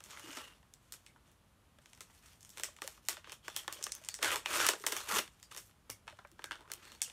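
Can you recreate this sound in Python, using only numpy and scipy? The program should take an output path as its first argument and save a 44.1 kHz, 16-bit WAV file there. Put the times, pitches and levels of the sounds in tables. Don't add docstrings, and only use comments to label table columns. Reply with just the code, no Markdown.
import sys
import numpy as np
from scipy import signal
from scipy.fft import rfft, irfft
from scipy.io import wavfile
from scipy.ndimage import uniform_filter1d

SR = 44100
rng = np.random.default_rng(int(sys.argv[2]) if len(sys.argv) > 2 else 0)


def level_to_linear(level):
    exponent = np.asarray(level, float) / 20
    return 10 ** exponent


def store_wav(level_fs):
    pcm = np.round(np.clip(np.atleast_2d(level_fs), -1, 1) * 32767)
    wavfile.write(sys.argv[1], SR, pcm.T.astype(np.int16))


N = 313992

# low_hz, high_hz
BANDS_HZ = [(180, 700), (700, 3900), (3900, 10400), (10400, 15600)]
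# low_hz, high_hz
SNAP_BANDS_HZ = [(330, 700), (700, 1800), (1800, 4000), (4900, 9200), (9500, 17000)]


def band(x, edges_hz):
    return signal.sosfilt(signal.butter(3, edges_hz, "band", fs=SR, output="sos"), x)


def rms_one(x):
    return x / np.sqrt(np.mean(x ** 2) + 1e-20)


def drift(rate_hz):
    r = np.exp(-2 * np.pi * rate_hz / SR)
    settled = signal.lfilter([1], [1, -2 * r, r * r], rng.standard_normal(N + SR))[SR:]
    return rms_one(settled)


def snaps():
    snap_decay_s = [0.0034, 0.0022, 0.0011, 0.00087, 0.00059]
    jump_strength, paths = 4.5, 3
    table, size = snap_levels(), 600
    t = np.arange(size) / SR
    shocks = rng.standard_normal((len(table), size))
    shocks[:, 0] = jump_strength * np.sign(shocks[:, 0])
    late = t - rng.uniform(0.00089, 0.0025, (len(table), 1))
    unit = np.sqrt(SR / 1000)
    direct, spread = np.zeros(N + size), np.zeros((paths, N + size))
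    for k, (edges, decay) in enumerate(zip(SNAP_BANDS_HZ, snap_decay_s)):
        second_slip = (late > 0) * np.exp(-np.abs(late) / decay)
        envelope = np.exp(-t / decay) + 0.45 * second_slip
        bursts = band(shocks * envelope, edges)
        bursts *= unit / np.linalg.norm(bursts, axis=1, keepdims=True)
        jump = band(t == 0, edges)
        jump *= unit / np.linalg.norm(jump)
        for n, (burst, row) in enumerate(zip(bursts, table)):
            i = round(row[0] * SR)
            gain = level_to_linear(row[1 + k])
            direct[i:i + size] += gain * burst
            spread[n % paths, i:i + size] += gain * (0.8 * jump + 0.55 * burst)
    return direct[:N], spread[:, :N]


def snap_levels():
    # start_s, strength_db, pitch_oct (above 1 kHz), fall_db_per_oct
    turn_snaps = [(0.0051, -48, 1, 1.5), (0.0392, -44, 2.9, 6), (0.0606, -53, 4, 0), (0.1076, -43, 2, 6),
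                  (0.1723, -39, 0.5, 9), (0.1958, -46.5, 4, 1), (0.274, -55, 1.4, 8), (0.306, -46, 1.4, 7),
                  (0.331, -48, 0, 2), (0.3707, -40, 1, 2), (0.6291, -55, 0.2, 5), (0.738, -45, 3, 7),
                  (0.9228, -36, 3.3, 5), (0.9384, -46, 2.5, 2), (1.0641, -43.5, 2.0, 9.5),
                  (1.1613, -51, 0.1, 11), (1.3163, -56, 5, 5), (1.7867, -54.5, 0.7, 3.5),
                  (1.8586, -50, 1.5, 4), (1.8981, -61, 4, 4), (1.9325, -46, 2, 6.5), (1.9496, -56, 2.8, 5),
                  (1.9754, -57, 1, 1), (2.0072, -41, 2.5, 2), (2.0986, -53, 0, 8), (2.4079, -51, 3, 9),
                  (2.4292, -47.5, 3, 7), (2.4489, -47.5, 2.6, 5.5), (2.4928, -45.5, 3.5, 6),
                  (2.503, -48.5, 2.8, 8)]
    pick_snaps = [(2.5732, -41, 1.5, 2), (2.5816, -40, 2, 4.5), (2.5975, -39, 0.4, 0.5),
                  (2.635, -27, 2.6, 3.5), (2.765, -47.5, 2, 5.5), (2.787, -43.5, 0.7, 9),
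                  (2.8193, -32.5, 0.7, 2.5), (2.8765, -33, 3.5, 2), (3.0519, -52.5, 2.3, 10),
                  (3.086, -23, 3.3, 2.5), (3.1689, -37, 0.7, 7.5), (3.2441, -39.5, 0.9, 11),
                  (3.273, -41.5, -0.4, 6), (3.296, -41.5, 1.2, 4.5), (3.32, -40, 2.5, 2),
                  (3.326, -41, 1.5, 5.5), (3.4812, -32, -0.1, 2.5), (3.564, -27, 3.5, 3.5),
                  (3.679, -28, 0.5, 3.5), (3.7261, -33, 3.3, 4), (3.811, -40.5, -0.5, 8),
                  (3.827, -32, 2.5, 9), (3.84, -23.5, 3, 12.5), (3.8667, -35, 1, 1.5),
                  (3.9202, -28, 2.7, 11), (3.9509, -35, 3.5, 8), (4.0386, -48, 2, 5),
                  (4.0484, -40.5, 2.5, 12), (4.0875, -27, 2.5, 6.5), (4.142, -29.5, 2.5, 10.5)]
    tear_cracks = [(4.1888, -38.5, -1.2, 3), (4.2455, -22.5, 1, 5), (4.2495, -25, -0.5, 10),
                   (4.3585, -27.5, 2, 2.5), (4.4594, -22, 1, 7.5), (4.5966, -29, 0.2, 3.5),
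                   (4.601, -26, 0, 6), (4.6661, -18.5, 3.5, 4.5), (4.7348, -28.5, -0.6, 3),
                   (4.799, -47, 3, 6), (4.823, -48, 2.8, 5), (4.8388, -29.5, -0.3, 6),
                   (4.8648, -27, 3, 1.5), (4.9662, -30, 2, 2), (5.0041, -41, 1.5, 1.5), (5.114, -29, 0, 6),
                   (5.1608, -27.5, 0.2, 2.5), (4.278, -31, 1, 3), (4.317, -30, 2, 3), (4.5125, -35, 0.5, 3),
                   (4.536, -33, 0.5, 2), (4.612, -28, 0.5, 5), (4.814, -50, 3, 8), (4.884, -38, 1.5, 2),
                   (5.074, -42, 0.3, 3), (5.093, -35, 1.3, 5), (5.142, -33, 2, 2),
                   (5.2777, -44.5, 1.6, 8.5)]
    sort_snaps = [(5.4284, -44.5, 2.5, 5), (5.548, -46, 2, 0.5), (5.5642, -41, 6.5, 1),
                  (5.5735, -38, 3.2, 5), (5.8955, -32.5, -3.5, 5.5), (5.9005, -32.5, 3.5, 3.5),
                  (6.0707, -48.5, -1.2, 4), (6.0786, -32.5, 0.67, 9), (6.0995, -48, 1.4, 7.5),
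                  (6.1258, -47, -0.3, 6.5), (6.249, -39.5, 0, 15), (6.3159, -54, 3.5, 4),
                  (6.393, -36.5, -0.12, 8), (6.4419, -34, 1, 2), (6.5101, -30, 0.5, 7),
                  (6.5186, -30, 0.9, 9), (6.556, -45.5, 0.7, 5), (6.6076, -45.5, -0.4, 4.5),
                  (6.677, -50, -0.2, 6), (6.7008, -41.5, -0.5, 5), (6.7174, -30, 4, 3),
                  (6.7364, -32, 3.4, 7), (6.8524, -50, 1.3, 2), (6.9187, -46, 1.5, 3), (6.9497, -53, 2, 1),
                  (7.0178, -22, 2.8, 8), (7.0771, -46, 0.7, 9), (7.099, -43, 1.5, 5.5)]
    stray_snaps = [(0.029, -63, 3, -1), (2.977, -50, 0.39, 8), (3.645, -49, 0.3, 8), (5.578, -38, 3.2, 3),
                   (5.696, -60, 0.6, 4), (6.421, -48, 1.1, 9), (6.655, -54, 0.3, 10), (6.902, -61, 1.8, 4),
                   (7.006, -53, 1.8, 9), (5.399, -59, 2.5, 3), (6.273, -63, 3, 2), (5.711, -60, 1.5, 6),
                   (6.171, -63, 1.5, 3), (6.845, -54, 2, 6), (3.545, -50, 1.5, 4), (3.5, -46, 1.5, 3),
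                   (3.712, -46, 0.7, 6), (3.603, -48, 0.5, 4), (3.129, -42, 2.5, 4), (5.524, -50, 2.6, 6),
                   (6.458, -48, 2.8, 6)]
    snap_band_db = [-6, -3.5, -2.5, 1, -2]
    events = np.vstack([turn_snaps, pick_snaps, tear_cracks, sort_snaps, stray_snaps, run_slips()])
    s, db, pitch, fall = events.T[:, :, None]
    octaves = np.log2(np.prod(SNAP_BANDS_HZ, axis=1) ** 0.5 / 1000)
    distance = np.abs(octaves - np.clip(pitch, -2, 4.5))
    return np.hstack([s, db + snap_band_db - np.abs(fall) * distance])


def run_slips():
    # start_s, length_s, strength_db, pitch_oct (above 1 kHz), fall_db_per_oct
    slip_runs = [
        (4.686, 0.006, -23, 1.8, 1.5),
        (4.918, 0.01, -35, 0, 0),
        (5.182, 0.012, -30, 1.5, 1.5),
        (5.511, 0.009, -50, 1.5, 2.5),
        (6.186, 0.007, -47, 0.3, 8),
        (4.226, 0.005, -30, 2, 2),
        (4.865, 0.004, -30, 3, 2),
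        (0.369, 0.006, -41, 0, 3),
    ]
    slips = 6
    places = (np.arange(slips) + rng.random((len(slip_runs), slips))) / slips
    rows = []
    for (s, length, db, pitch, fall), row in zip(slip_runs, places):
        for p in row:
            swell_db = 20 * np.log10(np.sin(np.pi * p) + 0.1)
            rows.append((s + length * p, db + swell_db, pitch, fall))
    return rows


def rustle():
    fibres_per_s, fibre_spread_db, clump_db = 6000, 4.2, 1.8
    s, *levels_db = stroke_levels()
    t = np.arange(N) / SR
    clumps = level_to_linear(clump_db * drift(70))
    born = rng.random(N) < fibres_per_s / SR
    fibres = born * level_to_linear(fibre_spread_db * np.minimum(rng.exponential(1, N), 3.5)) * clumps
    edges = np.array(BANDS_HZ)
    density_db = np.transpose(levels_db) - 10 * np.log10(edges[:, 1] - edges[:, 0])
    density_db = density_db.T
    centres = np.log(edges).mean(axis=1)
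    crackle = np.zeros(N)
    for hz in np.geomspace(310, 14800, 30):
        level_db = [np.interp(np.log(hz), centres, row) for row in density_db.T] + 10 * np.log10(hz)
        shaken = rng.choice([-1, 0, 0, 0, 0, 0, 0, 1], N)
        bend_db = 2.2 * drift(12)
        gain = level_to_linear(np.interp(t, s, level_db) + bend_db - 9.0)
        crackle += gain * rms_one(ring(fibres * shaken, hz))
    rumble = rms_one(band(rng.standard_normal(N), (45, 130)))
    return crackle, level_to_linear(np.interp(t, s, levels_db[0]) - 15) * rumble


def ring(clicks, hz):
    cycles = 15
    r, w = level_to_linear(-60 * hz / cycles / SR), 2 * np.pi * hz / SR
    return signal.lfilter([1, 0, -1], [1, -2 * r * np.cos(w), r * r], clicks + 1e-18)


def stroke_levels():
    # start_s, end_s, start_db, end_db, brightness_db_per_oct
    rubs = [(0.0, 0.105, -70.5, -61, 0.5), (0.111, 0.27, -55.5, -61, 1), (0.272, 0.412, -55, -53.5, 0.5),
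            (0.412, 0.583, -57.5, -71.5, -0.5), (0.826, 1.11, -81.5, -85, 4), (2.36, 2.5, -84, -79, 5),
            (1.266, 1.334, -71, -78, -0.5), (1.82, 2.082, -76.5, -75.5, 2.5),
            (2.092, 2.193, -76.5, -72.5, 3.5), (2.229, 2.346, -67, -69, 3), (2.528, 2.612, -70, -55.5, 2.5),
            (2.64, 2.745, -60, -74, 1.5), (2.83, 2.988, -58, -75, 3.5), (3.031, 3.078, -79.5, -69.5, 5),
            (3.113, 3.192, -53, -66, 0.5), (3.267, 3.336, -64.5, -62, -1),
            (3.451, 3.547, -61.5, -63.5, 1.5), (3.566, 3.7, -53, -74.5, 2), (3.708, 3.896, -58.5, -59, 0),
            (3.918, 4.21, -64.5, -69, 1)]
    pulls = [
        (4.229, 4.341, -39.5, -37.5, -0.5),
        (4.36, 4.434, -52.5, -62, -1.5),
        (4.464, 4.526, -52, -36, 0),
        (4.542, 4.672, -35.5, -34.5, 0.3),
        (4.7, 4.847, -78, -64, 4.5),
        (4.867, 4.974, -60, -45, 1.5),
        (4.974, 5.08, -51.5, -55, 1),
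        (5.088, 5.188, -43, -35.5, 1),
        (5.213, 5.28, -69, -80, 3),
    ]
    slides = [
        (5.317, 5.48, -76.5, -87, 3.5),
        (6.08, 6.33, -75, -85, 1),
        (6.594, 6.68, -69.5, -77, -5),
        (5.515, 5.595, -63.5, -59, 1),
        (5.607, 5.702, -80, -86.5, 9),
        (6.392, 6.603, -67, -76, -1),
        (6.694, 6.805, -62.5, -63, -1),
        (6.829, 6.954, -59, -66.5, -0.5),
        (6.976, 7.12, -70.5, -67, 1),
    ]
    rustle_band_db = [-9, -2.5, -2.5, -12]
    taut_band_db = [-2.5, 0.5, -1, 2.5]
    rise_db_per_s, fall_db_per_s = 896, 902
    s = np.arange(0, N / SR + 0.004, 0.004)
    octaves = np.log2(np.prod(BANDS_HZ, axis=1) ** 0.5 / 1650)[:, None]
    slack_db = np.array(rustle_band_db)[:, None]
    taut_db = np.add(rustle_band_db, taut_band_db)[:, None]
    power = 1e-11
    for strokes, colour_db in ([*rubs, *slides], slack_db), (pulls, taut_db):
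        for start, end, start_db, end_db, bright in strokes:
            db = np.interp(s, [start, end], [start_db, end_db])
            db = db - rise_db_per_s * np.maximum(start - s, 0)
            db = db - fall_db_per_s * np.maximum(s - end, 0)
            power = power + level_to_linear(db + bright * octaves + colour_db) ** 2
    return [s, *(10 * np.log10(power))]


def folds():
    # start_s, end_s, level_db, start_hz, end_hz
    singing_folds = [(0.23, 0.45, -64, 2850, 2850), (0.45, 0.53, -70, 2850, 2850),
                     (0.11, 0.14, -67, 3400, 3200), (0.14, 0.16, -66, 1150, 1200),
                     (0.38, 0.4, -63, 1300, 1200), (3.1, 3.14, -64, 3300, 3300),
                     (3.25, 3.35, -69, 3200, 3200), (3.44, 3.53, -68, 3200, 3500),
                     (3.57, 3.595, -53, 3300, 3200), (3.73, 3.78, -65, 3400, 3200),
                     (3.845, 3.88, -58, 6000, 6500), (3.925, 3.96, -54, 6000, 6300),
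                     (4.095, 4.12, -55, 4500, 4500), (4.255, 4.285, -46, 1600, 1500),
                     (4.315, 4.35, -47, 1400, 900), (4.29, 4.33, -51, 3000, 3200),
                     (4.36, 4.37, -47, 880, 880), (4.52, 4.56, -48, 1300, 1200),
                     (4.59, 4.655, -43, 1450, 1350), (4.575, 4.65, -49, 5800, 5800),
                     (4.97, 5.06, -63, 1150, 1150), (4.97, 4.99, -54, 3200, 3200),
                     (5.11, 5.165, -46, 1300, 950), (5.17, 5.19, -45, 1100, 2200),
                     (5.43, 5.46, -68, 4800, 4800), (6.53, 6.555, -62, 1700, 1500),
                     (6.59, 6.66, -72, 950, 1050), (6.845, 6.96, -69, 4300, 4300),
                     (7.025, 7.06, -58, 3500, 2800), (1.07, 1.1, -74, 2200, 2200),
                     (4.465, 4.5, -52, 2600, 2400), (5.91, 5.93, -62, 2200, 2200),
                     (6.45, 6.48, -62, 1600, 1600)]
    floor_hz, pitch_share, edge_s = 220, 0.04, 0.012
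    ticks = rng.standard_normal((2, N)) * level_to_linear(3.0 * rng.exponential(1, N).clip(0, 3))
    out = np.zeros(N)
    for start, end, db, start_hz, end_hz in singing_folds:
        first = max(round((start - 0.05) * SR), 0)
        last = min(round((end + 0.05) * SR), N)
        t = np.arange(first, last) / SR
        r = np.exp(-np.pi * (floor_hz + pitch_share * start_hz) / SR)
        sway = rms_one(signal.lfilter([1], [1, -2 * r, r * r], ticks[:, first:last]))
        phase = 2 * np.pi * np.cumsum(np.interp(t, [start, end], [start_hz, end_hz])) / SR
        outside = np.maximum(np.maximum(start - t, t - end), 0)
        edge = np.exp(-(outside / edge_s) ** 2)
        out[first:last] += level_to_linear(db) * edge * (sway[0] * np.cos(phase) + sway[1] * np.sin(phase))
    return out


def pops():
    # start_s, peak_db, pitch_hz
    knocks_and_rings = [(0.24, -47, 320), (0.29, -47, 284), (0.37, -49, 260), (1.785, -57, 590),
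                        (2.685, -51.5, 590), (2.844, -41, 540), (3.175, -51, 600), (3.76, -56, 500),
                        (3.79, -49.5, 590), (4.015, -51.5, 640), (5.13, -42, 210), (5.181, -47, 210),
                        (5.899, -54.5, 104), (5.897, -55, 270), (3.09, -45, 1130), (3.482, -46, 930),
                        (7.018, -33, 3500), (2.685, -50, 1100), (0.055, -60.5, 207), (6.92, -60.5, 232),
                        (6.128, -50.5, 590), (6.19, -46, 720), (6.25, -49.5, 580), (7.078, -57, 490),
                        (6.32, -58, 330), (4.805, -48, 410), (4.9, -43, 420), (4.32, -40, 520), (2.82, -35, 1180),
                        (5.52, -47, 1220), (0.172, -42, 2150), (0.629, -58, 1550), (0.273, -47, 330),
                        (0.375, -46, 600), (0.306, -50, 2900), (3.679, -34, 1750), (3.481, -40, 1700),
                        (3.564, -34, 3400), (3.84, -32, 7000), (3.92, -28, 6800), (4.0875, -30, 6500),
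                        (4.142, -32, 6500), (6.25, -48, 2300), (6.08, -46, 2500), (3.726, -36, 8200),
                        (3.867, -42, 1200), (6.51, -36, 1600), (6.519, -36, 1700), (6.079, -44, 1700),
                        (6.442, -40, 2300), (6.717, -42, 4000), (7.018, -38, 2250), (5.693, -62, 1450),
                        (6.902, -56, 4100), (3.086, -30, 7500), (4.966, -33, 3100), (4.46, -30, 3000),
                        (4.839, -40, 1500)]
    rise_cycles, t60_cycles = 0.67, 32
    out = np.zeros(N + SR)
    for s, db, hz in knocks_and_rings:
        cycles = np.arange(SR // 4) / SR * hz
        shape = (1 - np.exp(-cycles / rise_cycles)) * level_to_linear(db - 60 * cycles / t60_cycles)
        i = round(s * SR)
        out[i:i + SR // 4] += shape * np.sin(2 * np.pi * cycles)
    return out[:N]


def room(x):
    # delay_s, level_db
    wall_echoes = [
        (.0077, -11),
        (.0190, -19),
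        (.0275, -20),
    ]
    # level_db, t60_s
    diffuse_tail = [(-3.5, 0.18), (-8, 0.21), (-6, .2), (-3.5, 0.15)]
    t = np.arange(SR // 2) / SR
    response = np.zeros(len(t))
    smear = rng.standard_normal((len(wall_echoes), 120)) * np.exp(-np.arange(120) / 40)
    for (s, db), shape in zip(wall_echoes, smear):
        i = round(s * SR)
        response[i:i + 120] += level_to_linear(db) * shape / np.linalg.norm(shape)
    scatter = rng.standard_normal(len(t))
    for (db, t60), edges in zip(diffuse_tail, BANDS_HZ):
        fade = level_to_linear(-60 * t / t60) * np.clip((t - 0.003) / 0.0053, 0, 1)
        response += level_to_linear(db) * band(scatter, edges) * fade / np.linalg.norm(fade)
    return signal.fftconvolve(x, response)[:N]


def microphone(x):
    # centre_hz, width_hz, gain_db
    colour = [(718, 74, -9), (1240, 950, 3.5), (3040, 1700, 2.5), (3950, 210, -5), (4855, 400, -5),
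              (4400, 700, -0.8), (10460, 480, -7), (17100, 14000, -13)]
    for hz, width_hz, db in colour:
        w, g = 2 * np.pi * hz / SR, level_to_linear(db / 2)
        a = np.sin(w) * width_hz / hz / 2
        x = signal.lfilter([1 + a * g, -2 * np.cos(w), 1 - a * g], [1 + a / g, -2 * np.cos(w), 1 - a / g], x)
    return x


def hush():
    # frequency_hz, level_db (per Hz)
    density = np.array([(20, -21), (55, 5), (113, 0), (200, -4.5), (400, -13), (1300, -14.5), (2000, -20.5),
                        (3000, -20), (5000, -26), (11400, -27), (16000, -37.5)])
    hz = np.fft.rfftfreq(N, 1 / SR) + 1
    shape = level_to_linear(np.interp(np.log(hz), np.log(density[:, 0]), density[:, 1]))
    return level_to_linear(-67.5) * rms_one(irfft(rfft(rng.standard_normal(N)) * shape, N))


def scene():
    crackle, rumble = rustle()
    direct, spread = snaps()
    crackle = crackle + folds()
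    reflected = level_to_linear(-1.5) * room(crackle) + sum(room(path) for path in spread)
    heard = microphone(direct + crackle + pops() + reflected)
    return (heard + rumble + hush())[None]


def low_pass(x):
    return signal.sosfilt(signal.butter(12, 16980, fs=SR, output="sos"), x)


def record(dry):
    cutoff_hz, attack_cutoff_hz = 16000, 16900
    low, high = (signal.sosfiltfilt(signal.cheby2(14, 40, hz, fs=SR, output="sos"), dry)
                 for hz in (cutoff_hz, attack_cutoff_hz))
    power = signal.sosfilt(signal.butter(2, 5000, "high", fs=SR, output="sos"), dry) ** 2
    sudden = uniform_filter1d(power, 130) > 4 * uniform_filter1d(power, 1300)
    share = np.clip(3 * uniform_filter1d(sudden * 1., 400), 0, 1)
    return low_pass(low + share * (high - low))


dry = scene()
out = record(dry)
store_wav(out)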